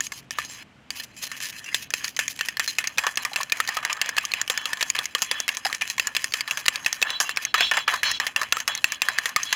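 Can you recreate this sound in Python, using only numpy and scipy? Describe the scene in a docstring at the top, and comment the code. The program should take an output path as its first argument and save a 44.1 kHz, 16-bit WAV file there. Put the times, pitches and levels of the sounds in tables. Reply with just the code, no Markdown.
"""In a quiet kitchen, close to a phone, a fork beats eggs in a steel bowl, unevenly at first, then briskly.
Each blow excites the damped modes of the wet bottom; the tines then slide by stick-slip until they lift.
Bubbles ring in the egg and bright swishes pass as the tines skim the bowl before turning.
The dry rim sings on in thin, long modes whenever the hand and the egg damp it less."""
import sys
import numpy as np
from scipy import signal
from scipy.fft import rfft, irfft, next_fast_len
from scipy.io import wavfile
from scipy.ndimage import uniform_filter1d

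SR = 44100
rng = np.random.default_rng(int(sys.argv[2]) if len(sys.argv) > 2 else 0)


def materialize(psi):
    """Save the field psi as 16-bit PCM at rate SR to the path in sys.argv[1].

    A 1-D psi becomes a single channel; in a 2-D psi each row is a channel.
    """
    bounded = np.clip(np.atleast_2d(psi).T, -1, 1)
    quanta = np.round(bounded * 32767).astype(np.int16)
    wavfile.write(sys.argv[1], SR, quanta)


N = 421287  # samples


def undb(db):
    """Decibels: the amplitude gain of a level."""
    return 10 ** (np.asarray(db, float) / 20)


def level(x, db):
    """Root mean square: scales a sound to an rms level in dB."""
    return x * undb(db) / np.sqrt(np.mean(x ** 2))


def lowpass(x, order, hz):
    """Butterworth filtering: keeps what lies below a frequency."""
    return signal.sosfilt(signal.butter(order, hz, fs=SR, output="sos"), x)


def highpass(x, order, hz):
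    """Butterworth filtering: keeps what lies above a frequency."""
    return signal.sosfilt(signal.butter(order, hz, "high", fs=SR, output="sos"), x)


def colour(x, spectrum):
    """Spectral shaping: filters by (Hz, dB) points joined on a logarithmic frequency axis."""
    size = next_fast_len(len(x))
    hz, db = np.transpose(spectrum)
    log_bins = np.log(np.arange(size // 2 + 1) * SR / size + 1)
    gain = undb(np.interp(log_bins, np.log(hz), db))
    return irfft(rfft(x, size) * gain, size)[:len(x)]


def mode(x, hz, t60):
    """Modal resonance: one damped oscillator; a unit click makes it ring with size 1."""
    pole = np.exp(2j * np.pi * hz / SR - np.log(1000) / (t60 * SR))
    return signal.lfilter([1], [1, -pole], x).imag


def walk(rate):
    """Random modulation: slews between random levels 1 / rate s apart, with a spread near 1."""
    hold = int(SR / rate)
    held = np.repeat(rng.standard_normal(N // hold + 1), hold)
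    return 1.5 * uniform_filter1d(held, hold)[:N]


EVENNESS = .7  # 0-1, how evenly the hand presses


def steady(x, span_s):
    """Level compression: swells longer than the span are evened out; rms 1."""
    power = uniform_filter1d(x ** 2, int(span_s * SR))
    return level(x / np.maximum(power, 1e-9 * power.max()) ** (EVENNESS / 2), 0)


# room noise: pitch_hz [Hz], level_db [dB per Hz]
KITCHEN_SPECTRUM = [(20, -37), (60, 0.5), (112, 1.5), (129, 7.5), (148, -0.5), (260, 3.5), (370, -6.5),
                    (800, -7), (3100, -10.5), (3500, -18), (7000, -26), (12000, -39), (15600, -43),
                    (16000, -70)]
# fading of the rumble: time_s [s], level_db [dB]
RUMBLE_FADE = [(0, 1.5), (3.4, -2), (4.5, -2), (9.55, -3.5)]
# low thrum while the rim sings loudest: middle_s [s], level_db [peak dB]
THRUMS = [(7.63, -53), (8.1, -53.5)]
THRUM_HZ, THRUM_S = 73, 0.076  # pitch; time from the middle of the swell to 1/e
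KITCHEN_DB = -54.5  # rms of hiss and rumble


def kitchen():
    """Broadband room noise: a low rumble that wavers under a faint even hiss, with a low thrum."""
    t = np.arange(N) / SR
    swell = sum(undb(db) * np.exp(-((t - s) / THRUM_S) ** 2) for s, db in THRUMS)
    thrum = swell * np.sin(2 * np.pi * THRUM_HZ * t)
    room = colour(rng.standard_normal(N), KITCHEN_SPECTRUM)
    rumble = signal.sosfiltfilt(signal.butter(2, 300, fs=SR, output="sos"), room)
    rumble_db = np.interp(t, *np.transpose(RUMBLE_FADE)) + 1.5 * walk(19)
    return level(room + (undb(rumble_db) - 1) * rumble, KITCHEN_DB) + thrum


def floor_shake(bowl):
    """Structure-borne sound: the bowl's loudness, averaged mostly over the moment before, shakes the floor."""
    noise = colour(rng.standard_normal(N), [(20, -20.5), (150, -15.5), (400, -18.5), (1000, -27)])
    return level(uniform_filter1d(np.abs(bowl), 250, origin=100) * noise, -54.5)


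def bubble(hz, decay_s, glide):
    """Bubble resonance: a pocket of air rings briefly, rising as it closes."""
    t = np.arange(2048) / SR
    cycles = hz * t * (1 + glide * np.tanh(t / decay_s / 3))
    return (1 - np.exp(-hz * t)) * np.exp(-t / decay_s) * np.sin(2 * np.pi * cycles)


# colour of the bowl as the egg froths: time_s [s], slide_treble_db [dB], bass_db [dB]
BOWL_STATE = [(0, 9.5, 4), (1.2, 10.5, -1), (2, 11, -41), (3, 4, 10), (4, -1, 8.5), (5, 3, 6), (6, 4, 5),
              (7, 1.5, 8), (8, 4.5, 9.5), (9.55, 1.5, 6)]
BASS_HZ, TREBLE_HZ = 1300, 4000  # bass lies below, treble above


def froth(s):
    """Changing load: treble of the slide and bass of the bowl (dB) as the egg froths."""
    state_s, *columns = np.transpose(BOWL_STATE)
    return [np.interp(s, state_s, column) for column in columns]


GURGLE_SPREAD_DB = 2.8


def gurgle(touch, count=700, low_hz=503.0, high_hz=3290.0, gurgle_db=0.5, cycles=4.1, glide=0.11):
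    """Bubble population: small bubbles of every size burst while the tines drag through the egg."""
    out = np.zeros(N + 2048)
    for place, pitch, size in rng.random((count, 3)):
        i = int(place * N)
        hz = low_hz * (high_hz / low_hz) ** pitch
        db = gurgle_db - GURGLE_SPREAD_DB * np.log(size + 0.068)
        db += (hz < BASS_HZ) * (froth(i / SR)[1] - 15.0)
        out[i:i + 2048] += touch[i] * undb(db) * bubble(hz, cycles / hz, glide)
    return out[:N]


# air pockets plopping in the egg: start_s [s], level_db [dB], pitch_hz [Hz, before the rise]
PLOPS = [(0.386, -30, 1130), (2.597, -25.5, 1260), (3.043, -16, 1045), (3.253, -19.5, 1116),
         (3.316, -25, 765), (3.404, -15.5, 1040), (3.601, -12, 1220), (3.772, -13.5, 1183),
         (3.917, -19.5, 1115), (3.971, -26, 1200), (4.24, -23, 1130), (5.699, -25, 1150),
         (7.244, -26, 1130), (7.939, -14, 1076), (8.217, -34, 1150), (8.415, -16.5, 1210),
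         (9.386, -23, 1120), (5.153, -17, 1110), (5.656, -11, 740), (5.98, -22.5, 1016), (6.683, -20, 1074),
         (7.545, -9.5, 1225), (7.877, -13, 1220), (8.029, -24, 1190), (8.526, -15.5, 1340),
         (8.569, -17, 1234), (9.364, -10, 1155), (8.116, -18, 1780)]


def plops(decay_s=0.0055, glide=0.089):
    """Bubble resonance: the larger pockets of air ring one by one."""
    out = np.zeros(N + 2048)
    for s, db, hz in PLOPS:
        i = int(s * SR)
        out[i:i + 2048] += undb(db) * bubble(hz, decay_s, glide)
    return out[:N]


# singing of the rim: start_s [s], end_s [s], level_db [dB], loudest_hz [Hz, halfway]
SINGING = [(1.766, 1.92, -63, 3450), (4.533, 4.678, -47, 3150), (5.266, 5.49, -47, 3250),
           (7.06, 7.209, -40.5, 3450), (7.247, 7.34, -44, 2980), (7.463, 7.526, -46.5, 3560),
           (7.543, 7.623, -40, 3700), (7.593, 7.71, -29, 3440), (7.72, 7.854, -40, 3160),
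           (7.863, 8.023, -47, 3860), (8.033, 8.13, -36, 4240), (8.125, 8.187, -36, 3650),
           (8.035, 8.145, -38.5, 6000), (8.108, 8.2, -51, 5340), (8.374, 8.464, -46, 2880),
           (8.673, 8.805, -43.5, 3450), (8.85, 8.986, -47.5, 3100), (9.04, 9.185, -52, 3870),
           (9.446, 9.56, -44, 3570)]
# modes of the dry rim: pitch_hz [Hz], level_db [dB]
RIM_MODES = [(2519, -11), (2762, 7.5), (3047, 2.5), (3354, 6.5), (3660, -7.5), (3967, 6), (4274, 5),
             (4600, -26), (4990, -4), (5346, 1), (5722, -7), (6142, 1), (6570, -7), (7241, -2.5)]
RIM_T60_S, RIM_FLICKER_DB, RIM_MIX_DB = .2, 2.0, 2.0  # flicker in time; scatter from one singing to the next
SPREAD, REACH = 0.14, 0.22  # width of the favoured modes (log frequency); least share of the others
SING_RISE = .1  # the loudest modes climb by this share as the rubbed spot moves


def favoured(hz, loudest_hz):
    """Resonant selection: the share of a mode by its distance from the loudest one."""
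    return 1 / (1 + (np.log(hz / loudest_hz) / SPREAD) ** 2)


def rim(touch, rub, always_db=-20.0):
    """Friction-driven modes: rubbing sustains the rim, faintly at every slide and clearly when it is free."""
    t, out = np.arange(N) / SR, 0
    for hz, db in RIM_MODES:
        gain = undb(always_db) * touch * favoured(hz, 3400)
        for start, end, sing_db, loudest_hz in SINGING:
            i = slice(int(start * SR), int(end * SR))
            part = (t[i] - start) / (end - start)
            near = favoured(hz, loudest_hz * (1 + SING_RISE * (part - .5)))
            swell = np.abs(np.sin(np.pi * np.abs(part) ** 0.83)) ** 0.8
            mixed_db = sing_db + RIM_MIX_DB * rng.standard_normal()
            gain[i] += undb(mixed_db) * swell * np.maximum(near, REACH)
        # every mode of the round rim is a close pair
        tone = level(steady(mode(rub, hz, RIM_T60_S), 0.023), -3)
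        tone = tone + level(mode(rub, hz * 1.008, RIM_T60_S), -24)
        out = out + gain * undb(db + RIM_FLICKER_DB * walk(45)) * tone
    return out


# steady dragging over one spot: start_s [s], end_s [s], level_db [rms dB before fading], pitch_hz [Hz]
RASPS = [(1.325, 1.383, -47, 2950), (1.535, 1.59, -44, 2700), (1.646, 1.722, -37.5, 2780),
         (1.707, 1.74, -38, 2100)]


def rasps(rub, t60=.022):
    """Single-mode friction: the rubbing heard through one damped mode, as a narrow rasp."""
    out = np.zeros(N)
    for start, end, db, hz in RASPS:
        i = slice(int(start * SR), int(end * SR))
        fade = np.sqrt(np.hanning(i.stop - i.start))
        out[i] += level(mode(rub[i], hz, t60), db) * fade
    return out


# tines skimming the bowl before turning: middle_s [s], half_length_s [s], level_db [dB]
SWISHES = [(0.186, 0.028, -43), (0.966, 0.024, -39.5), (1.041, 0.014, -38), (1.271, 0.012, -34.5),
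           (1.373, 0.024, -41), (1.445, 0.055, -37), (1.497, 0.019, -34.5), (1.586, 0.027, -45),
           (1.831, 0.021, -35.5), (2.311, 0.024, -34), (2.46, 0.0086, -36.5), (2.648, 0.027, -36.5),
           (3.229, 0.012, -38), (3.749, 0.012, -37), (4.232, 0.0098, -41), (4.553, 0.022, -52),
           (5.549, 0.011, -38), (5.877, 0.012, -40), (6.222, 0.0099, -45), (6.395, 0.012, -49),
           (6.6, 0.021, -36), (6.74, 0.017, -40.5), (6.953, 0.027, -40), (7.273, 0.016, -43),
           (7.306, 0.0074, -42), (7.429, 0.017, -37), (7.791, 0.0072, -43), (7.961, 0.01, -41),
           (8.256, 0.01, -50), (8.587, 0.01, -38), (9.058, 0.012, -44), (9.235, 0.022, -48),
           (9.294, 0.011, -37), (1.238, 0.024, -30), (2.09, 0.028, -40), (2.362, .008, -46),
           (5.04, 0.015, -39), (5.197, 0.013, -45)]
# colour of the skimming: pitch_hz [Hz], level_db [dB per Hz]
SWISH_SPECTRUM = [(1500, -4), (2500, 4), (4000, 3), (6500, 5), (8300, -10), (10800, -0.5), (13000, -7),
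                  (14600, -0.5), (15600, -4), (16000, -40)]


def swishes(rub):
    """Friction noise: short grainy swells of bright rubbing."""
    gain, t = np.zeros(N), np.arange(N) / SR
    for s, half_s, db in SWISHES:
        i = slice(max(int((s - half_s) * SR), 0), int((s + half_s) * SR))
        gain[i] += undb(db) * np.cos(np.pi / 2 * (t[i] - s) / half_s) ** 2
    return gain * steady(colour(rub, SWISH_SPECTRUM), 0.014)


HISS_DB = -2.0  # fine hiss relative to the catches


def rubbing(grains_per_s=1200.):
    """Stick-slip friction: small uneven catches, coming in clusters, in a fine hiss."""
    busy = undb(5.0 * walk(40))  # multiplies the rate of catches
    catches = (rng.random(N) < busy * grains_per_s / SR) * rng.standard_normal(N)
    catches /= np.sqrt(uniform_filter1d(busy, 800))  # sparse stretches have larger catches
    hiss = level(rng.standard_normal(N), HISS_DB)
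    return (level(catches, 0) + hiss) * undb(2.0 * walk(110))


# the tines lift this long before the next blow, and slide no longer than this (s)
LIFT_S, LONGEST_SLIDE_S = 0.0024, 0.13
SETTLE_S, SAG = 0.0073, 0.58  # the slide holds this long, then moves quickly at first and slower later


def contact(lift_db_per_s=2500.):
    """Contact envelope: loudness of the sliding tines from each blow until they lift off for the next."""
    db = np.full(N, -90.)
    t = np.arange(N) / SR
    starts = [row[0] for row in STROKES]
    for (s, _, _, start_db, end_db), next_s in zip(STROKES, starts[1:] + [N / SR]):
        length = np.clip(next_s - s - LIFT_S, .015, LONGEST_SLIDE_S)
        i = int(s * SR)
        after = t[i:i + SR // 2] - s
        part = np.clip((after - SETTLE_S) / (length - SETTLE_S), 0, 1)
        lifted_db = lift_db_per_s * np.maximum(after - length, 0)
        db[i:i + SR // 2] = start_db + (end_db - start_db) * part ** SAG - lifted_db
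    return uniform_filter1d(undb(db), 40)


def brightness(db_per_octave=2.5):
    """Spectral tilt: a slide after a high glancing tick is brighter than one after a deep blow (dB)."""
    s, _, hz, *_ = np.transpose(STROKES)
    latest = np.maximum(np.searchsorted(s, np.arange(N) / SR) - 1, 0)
    return db_per_octave * np.log2(hz / 3000)[latest]


# colour of the sliding tines: pitch_hz [Hz], level_db [dB per Hz]
SLIDE_SPECTRUM = [(180, -49), (300, -49), (667, -52.5), (1040, -1), (1390, -19.5), (1750, 7), (3290, -1),
                  (3640, -8.5), (4160, -6), (6520, -6), (8090, -11), (9200, -15.5), (10800, -10),
                  (13200, -22.5), (14700, -14.5), (15600, -38), (16000, -55)]
SLIDE_MODES_DB, SLIDE_DAMPING = 1.0, .5  # modes over noise; share of the ring time left while sliding
FLICKER_DB, AIR_HZ = 4.2, 8000  # flicker of each mode; start of the very top


def slide(rub, treble_db, bass_db, patchy_db=2.5, treble_patchy_db=2.5):
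    """Forced vibration: the rubbing drives the wet bottom; modes and bands vary as tines and egg move on."""
    body = 0
    for hz, _, t60 in BOTTOM_MODES:
        if 1000 < hz < 8000:
            mode_db = np.interp(hz, *np.transpose(SLIDE_SPECTRUM)) + FLICKER_DB * walk(35)
            ringing = mode(rub, hz, SLIDE_DAMPING * min(t60, LONGEST_T60_S))
            body = body + undb(mode_db) * level(ringing, 0)
    body = highpass(body, 2, 900)
    sound = level(level(colour(rub, SLIDE_SPECTRUM), 0) + level(body, SLIDE_MODES_DB), 0)
    sound = steady(sound, 0.015)
    bass = lowpass(sound, 2, BASS_HZ)
    treble = highpass(sound, 2, TREBLE_HZ)
    air = highpass(treble, 4, AIR_HZ)
    treble = treble + (undb(3.0 * walk(34)) - 1) * air  # the very top flickers on its own
    bass_gain = undb(bass_db + patchy_db * walk(25))
    treble_gain = undb(treble_db + treble_patchy_db * walk(30))
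    return sound + (bass_gain - 1) * bass + (treble_gain - 1) * treble


# the bare metal contact: pitch_hz [Hz], level_db [dB per Hz]
CLICK_SPECTRUM = [(500, -20.5), (1500, -8.5), (5000, 8.5), (8500, -5), (11000, -18.5), (15000, -6.5),
                  (17000, -19)]
# deep blows on the flat ring low and dull, glancing ticks of the tips high and thin:
# ring_hz [Hz], treble_db [dB], bass_db [dB, before the froth]
BLOW_COLOUR = [(1200, -16.5, -11), (1870, -9.5, -8), (2540, -21.5, -24.5), (3550, -13.5, 7),
               (4400, -24, -28), (6500, -22, -67)]
# modes of the wet bottom, damped by the egg: pitch_hz [Hz], level_db [dB], t60_s [s, before the tines damp it]
BOTTOM_MODES = [(520, 8.5, 0.12), (1240, 12.5, 0.15), (1793, 18.5, 0.11), (2575, 0, 0.12),
                (2880, -24, 0.0087), (3060, -22, 0.09), (4166, 20.5, 0.035), (5070, 29, 0.026),
                (6560, 21.5, 0.048), (7410, 19, 0.12), (10300, 4, 0.045), (15150, -15, 0.0058)]
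# light catches of the tips in mid-slide, starting no new slide: start_s [s], peak_db [dB], ring_hz [Hz]
TICKS = [(1.643, -26, 5860), (2.148, -39, 4600), (2.375, -30, 3200), (2.45, -25, 2510.0),
         (2.753, -29, 4300), (2.768, -38, 5400), (3.498, -18.5, 4060), (3.571, -20, 2280),
         (3.641, -30, 2490.0), (3.805, -34, 1910.0), (3.969, -24, 1720), (4.06, -16, 2120),
         (4.21, -27, 2110.0), (4.478, -13.5, 3000), (4.615, -27, 2250), (4.642, -37, 5510.0),
         (4.772, -20, 3270), (4.796, -26, 1980), (5.046, -30, 7160), (5.183, -22, 4120), (5.516, -30, 2070),
         (6.194, -28, 2950.0), (6.847, -16, 3970), (7.312, -21, 4100), (7.362, -20, 5500),
         (9.008, -35, 4000), (9.181, -18, 4580), (7.789, -18.5, 4900), (7.96, -19, 6500),
         (3.087, -34, 2700), (3.684, -30, 6000), (8.247, -30, 2380.0), (8.278, -21, 2150),
         (8.432, -14.5, 1790), (8.583, -32, 1680), (8.776, -17, 4170), (8.946, -20, 6540.0),
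         (9.292, -30, 1960.0)]
# tines meeting the bowl: start_s [s], peak_db [dB, of the whole blow with all its tines], ring_hz [Hz, loudest
# short ring], # slide_start_db [dB, after the blow], slide_end_db [dB, before lifting]
STROKES = [(0.006, -8, 6750, -45, -41), (0.068, -15, 6500, -54, -57), (0.12, -20.5, 2160, -36, -62),
           (0.308, -12.5, 5830, -51, -40), (0.386, -10.5, 1190, -26, -40.5), (0.449, -20, 6600, -44, -49),
           (0.498, -27, 1650.0, -43.5, -42.5), (0.905, -12.5, 4630, -45, -45),
           (0.999, -20.5, 4170, -37, -55), (1.053, -43, 1550, -59, -56), (1.166, -31, 5350, -50, -45.5),
           (1.225, -23, 6200, -43, -48.5), (1.316, -17.5, 1750, -36, -48), (1.403, -20, 1820, -40, -34.5),
           (1.47, -27, 2400, -45, -55), (1.524, -40, 2110.0, -40.5, -50), (1.66, -32, 2780, -44, -45.5),
           (1.745, -4.5, 3480, -33, -54), (1.905, -16, 6270, -45, -56), (1.938, -6.5, 2670, -41, -41),
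           (2.044, -11.5, 4510, -31.5, -43), (2.08, -15, 6560, -56, -62), (2.165, -13, 6340, -36, -48),
           (2.191, -6.5, 1780, -23.5, -45), (2.28, -7, 6500, -47, -53.5), (2.391, -18, 1920, -35, -40),
           (2.41, -6.5, 2660, -35, -44), (2.486, -11.5, 1870, -37.5, -50.5), (2.57, -13.5, 4180, -46, -51),
           (2.596, -6, 1850, -23, -48.5), (2.677, -10.5, 6800, -30.5, -51.5), (2.785, -6, 2530, -23.5, -41),
           (2.841, -17, 2100, -31, -39), (2.873, -6.5, 6400, -34.5, -52.5), (2.975, -18, 3550, -32.5, -22),
           (2.983, -4.5, 2540, -23, -19), (2.991, -9, 2490, -33, -36.5), (3.037, -18, 1080, -26, -37),
           (3.067, -8, 1630, -23, -46.5), (3.157, -19, 6500, -52, -56), (3.173, -7, 2820, -29.5, -40.5),
           (3.25, -9.5, 1850, -31, -45), (3.333, -15.5, 3980, -35, -45), (3.36, -7, 2650, -29, -33),
           (3.41, -14.5, 2370, -25, -40), (3.432, -9.5, 6500, -42, -48), (3.521, -6.5, 2430, -33, -38.5),
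           (3.602, -5, 1800, -37.5, -38), (3.676, -12, 4250, -30, -19), (3.69, -8, 1810, -32, -36.5),
           (3.769, -8, 1150, -28, -44), (3.828, -26, 1200, -34, -39), (3.85, -8, 1920, -29.5, -39.5),
           (3.897, -30, 1730.0, -23.5, -33), (3.929, -7.5, 6700, -44.5, -40.5),
           (4.015, -2.5, 2760, -33, -34), (4.091, -9.5, 1840, -40, -40), (4.167, -12.5, 4220, -42, -15),
           (4.183, -3, 2650, -39, -35.5), (4.252, -7, 6260, -44, -37), (4.318, -13, 4240, -72, -43),
           (4.337, -7, 2580, -36, -32.5), (4.415, -6.5, 6760, -38, -48), (4.499, -5, 3300, -24.5, -39.5),
           (4.576, -9, 5080, -37, -43), (4.656, -4, 3140, -34, -34.5), (4.732, -10.5, 1870, -40.5, -39),
           (4.809, -11, 3750, -20.5, -29), (4.827, -4, 3250, -37, -39), (4.901, -5.5, 6870, -42, -47),
           (4.949, -37, 1740.0, -24.5, -38), (4.964, -15, 1900, -29, -32), (4.989, -6, 3420, -29, -41),
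           (5.056, -8, 6570, -38.5, -50), (5.15, -4, 3300, -32, -38.5), (5.22, -4, 6530, -24.5, -46),
           (5.313, -5, 3430, -29, -38), (5.402, -3.5, 6500, -36, -48.5), (5.48, -8.5, 2100, -35, -20.6),
           (5.49, -6, 2760, -32, -39.5), (5.57, -7.5, 6480, -37, -48), (5.65, -21, 1720, -16, -41),
           (5.666, -11.5, 1670, -26.5, -40), (5.699, -24, 4100.0, -36, -37), (5.728, -10, 1920, -44, -28),
           (5.748, -10, 6500, -34, -50), (5.811, -16.5, 2770, -25, -47.8), (5.82, -8, 2420, -29, -41.5),
           (5.9, -8.5, 6400, -31, -48.5), (5.981, -13, 2110, -53, -45), (5.997, -4.5, 2670, -36.5, -36.5),
           (6.071, -9.5, 6970, -34, -47), (6.15, -11, 2450, -29, -34), (6.166, -3, 2750, -34, -39),
           (6.243, -5, 6760, -34, -49), (6.322, -18.5, 4500, -46, -43), (6.338, -5.5, 3070, -28, -35.5),
           (6.408, -8.5, 4670, -43, -43.5), (6.477, -20, 4220, -28, -38), (6.51, -8, 2730, -30, -41.5),
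           (6.573, -9.5, 1640, -30, -46), (6.657, -19, 2970, -34, -27), (6.662, -7.5, 4260, -46, -36),
           (6.682, 0.5, 2880, -39, -34.5), (6.758, -9, 4400, -32.5, -46.5), (6.862, -5.5, 2580, -25.5, -40),
           (6.928, -7, 6350, -42, -40.5), (7.017, -9, 3700, -50, -39), (7.026, -1.5, 2610, -37, -34.5),
           (7.104, -8, 3890, -33, -49), (7.202, -1.5, 5560, -16.5, -45.5), (7.293, -9.5, 1740, -39, -45),
           (7.372, -6, 2370, -34.5, -40), (7.451, -6.5, 6430, -32, -65), (7.542, -6.5, 1700, -17.5, -31),
           (7.58, -16.5, 1650, -21.5, -27), (7.607, -7.5, 1570, -18, -54), (7.713, -10, 2350, -18, -32),
           (7.737, -15, 2530, -23, -34.5), (7.77, -14, 1680, -18, -53.5), (7.879, -8, 1280, -18, -31.5),
           (7.939, -8, 1260, -25, -46.5), (8.032, -6, 1680, -21.5, -30), (8.115, -8.5, 6500, -34, -55),
           (8.2, -5.5, 1870.0, -24.5, -36.5), (8.267, -8, 1680, -22.5, -55.5), (8.362, -4, 2770, -23, -38),
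           (8.415, -11.5, 1630, -28.5, -48.5), (8.524, 1.3, 2730, -34.7, -35),
           (8.569, -8.5, 1250, -43, -34), (8.602, -14, 6340, -28.5, -54), (8.678, -3.5, 1970, -25, -40),
           (8.751, -7.5, 6370, -36, -49.5), (8.843, 2, 2610, -35, -40), (8.921, -7, 6400, -30, -52.5),
           (9.019, -2.5, 2750, -26.5, -40), (9.086, -5.5, 1720, -33, -36.5),
           (9.186, -3.5, 1960, -33.5, -37.5), (9.257, -6, 1850, -25.5, -48), (9.362, -3, 2220, -31, -33.5),
           (9.432, -8, 6360, -36, -40.5), (9.527, -4, 3060, -19, -31.5)]
SCATTER_DB, LONGEST_T60_S = 3.0, .04  # scatter of each mode; ring limit under the resting tines, up to 5 kHz
OWN_T60_S = 0.027  # of a loudest ring at 2 kHz
SNAP_S, SNAP = 0.0029, 0.47  # decay time of the extra loudness at the start, and its size
SOFT_CRACK = 0.083  # soft blows are more crack than ring: dB of crack per dB less
CLICK_DB, TINE_DB = 2.0, -9.0  # click relative to ring and crack; later tines relative to the first
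TINE_HZ, TINE_T60_S, TINE_RING_DB = 7500, .2, -36  # the tines' own thin ring after a deep blow


def decaying(t, hz, t60):
    """Free decay: a sine losing 60 dB in t60."""
    return np.sin(2 * np.pi * hz * t) * 1000. ** (-t / t60)


def blows(own_db=28.5, tines_s=.0015, crack_db=6.5, crack_s=0.0037):
    """Impact excitation: each blow rings its own mix of bottom modes; the tines land a moment apart."""
    out = np.zeros(N + 8192)
    t = np.arange(2560) / SR
    hz, db, t60 = np.transpose(BOTTOM_MODES)
    t60 = np.minimum(t60, LONGEST_T60_S * np.minimum(1, 5000 / hz))  # the tines rest on the metal and damp it
    click = colour(np.arange(512) == 16, CLICK_SPECTRUM)
    click /= np.abs(click).max()
    rings, *colours = np.transpose(BLOW_COLOUR)
    for s, peak_db, own_hz, *_ in list(STROKES) + list(TICKS):
        treble_db, bass_db = (np.interp(own_hz, rings, c) for c in colours)
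        bass_db += froth(s)[1]
        chance = rng.standard_normal((3, len(hz)))
        mix_db = db + SCATTER_DB * chance[0]
        mix_db += treble_db * (hz > TREBLE_HZ) + bass_db * (hz < BASS_HZ)
        pitch = hz * (1 + 0.023 * chance[1])  # the egg shifts the modes as it sloshes
        ring = undb(mix_db) @ decaying(t, pitch[:, None], t60[:, None])

        own_t60 = OWN_T60_S / np.sqrt(own_hz / 2000)  # higher rings die sooner
        neighbour_hz = own_hz * (1 + 0.13 * chance[1, 0])  # roughens the ring
        pair = decaying(t, own_hz, own_t60) + 0.29 * decaying(t, neighbour_hz, own_t60)
        ring += undb(own_db) * pair

        crack = colour(rng.standard_normal(len(t)), SLIDE_SPECTRUM) * np.exp(-t / crack_s)
        crack /= np.abs(crack).max()
        blow_crack_db = crack_db - SOFT_CRACK * (peak_db + 5) + .5 * treble_db
        ring += undb(blow_crack_db) * np.abs(ring).max() * crack
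        ring[:512] += undb(CLICK_DB) * np.abs(ring).max() * click
        ring *= 1 + SNAP * np.exp(-t / SNAP_S)  # loudest before the tines settle on the metal

        if own_hz < TREBLE_HZ:
            tine_gain = undb(TINE_RING_DB + SCATTER_DB * chance[0, 0]) * np.abs(ring).max()
            tine_hz = TINE_HZ * (1 + 0.0092 * chance[1, 1])
            ring += tine_gain * decaying(t, tine_hz, TINE_T60_S) * (1 - t / t[-1])

        tines = np.zeros(512)
        later = np.minimum(np.abs(chance[2, :3]) * tines_s * SR + 8, 511).astype(int)
        tines[later] = undb(TINE_DB) * np.sign(chance[2, 3:6])
        tines[0] = 1
        peak = undb(peak_db)
        ring = np.convolve(ring, tines)
        i = int(s * SR)
        out[i:i + len(ring)] += peak * ring / np.abs(ring).max()
    return out[:N]


def scene():
    """Radiation: the thin bowl radiates little bass but shakes the floor it stands on, over the room."""
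    treble_db, bass_db = froth(np.arange(N) / SR)
    touch, rub = contact(), rubbing()
    bowl = gurgle(touch) + plops() + rim(touch, rub) + rasps(rub) + swishes(rub)
    bowl = bowl + touch * slide(rub, treble_db + brightness(), bass_db) + blows()
    bowl = highpass(highpass(bowl, 2, 400), 1, 450)
    return (kitchen() + floor_shake(bowl) + bowl)[None]


LOPSIDED = 0.047  # the microphone swings a little further one way than the other
TOP_HZ = 16600  # upper limit of the phone


def record(dry):
    """Nonlinear transduction: the phone bends loud peaks to one side, rounds them and cuts the top."""
    bent = dry + LOPSIDED * highpass(dry ** 2, 1, 25)
    rounded = 1.8 * np.tanh(bent / 1.8)
    return signal.sosfilt(signal.ellip(12, .2, 95, TOP_HZ, fs=SR, output="sos"), rounded)


dry = scene()
out = record(dry)
materialize(out)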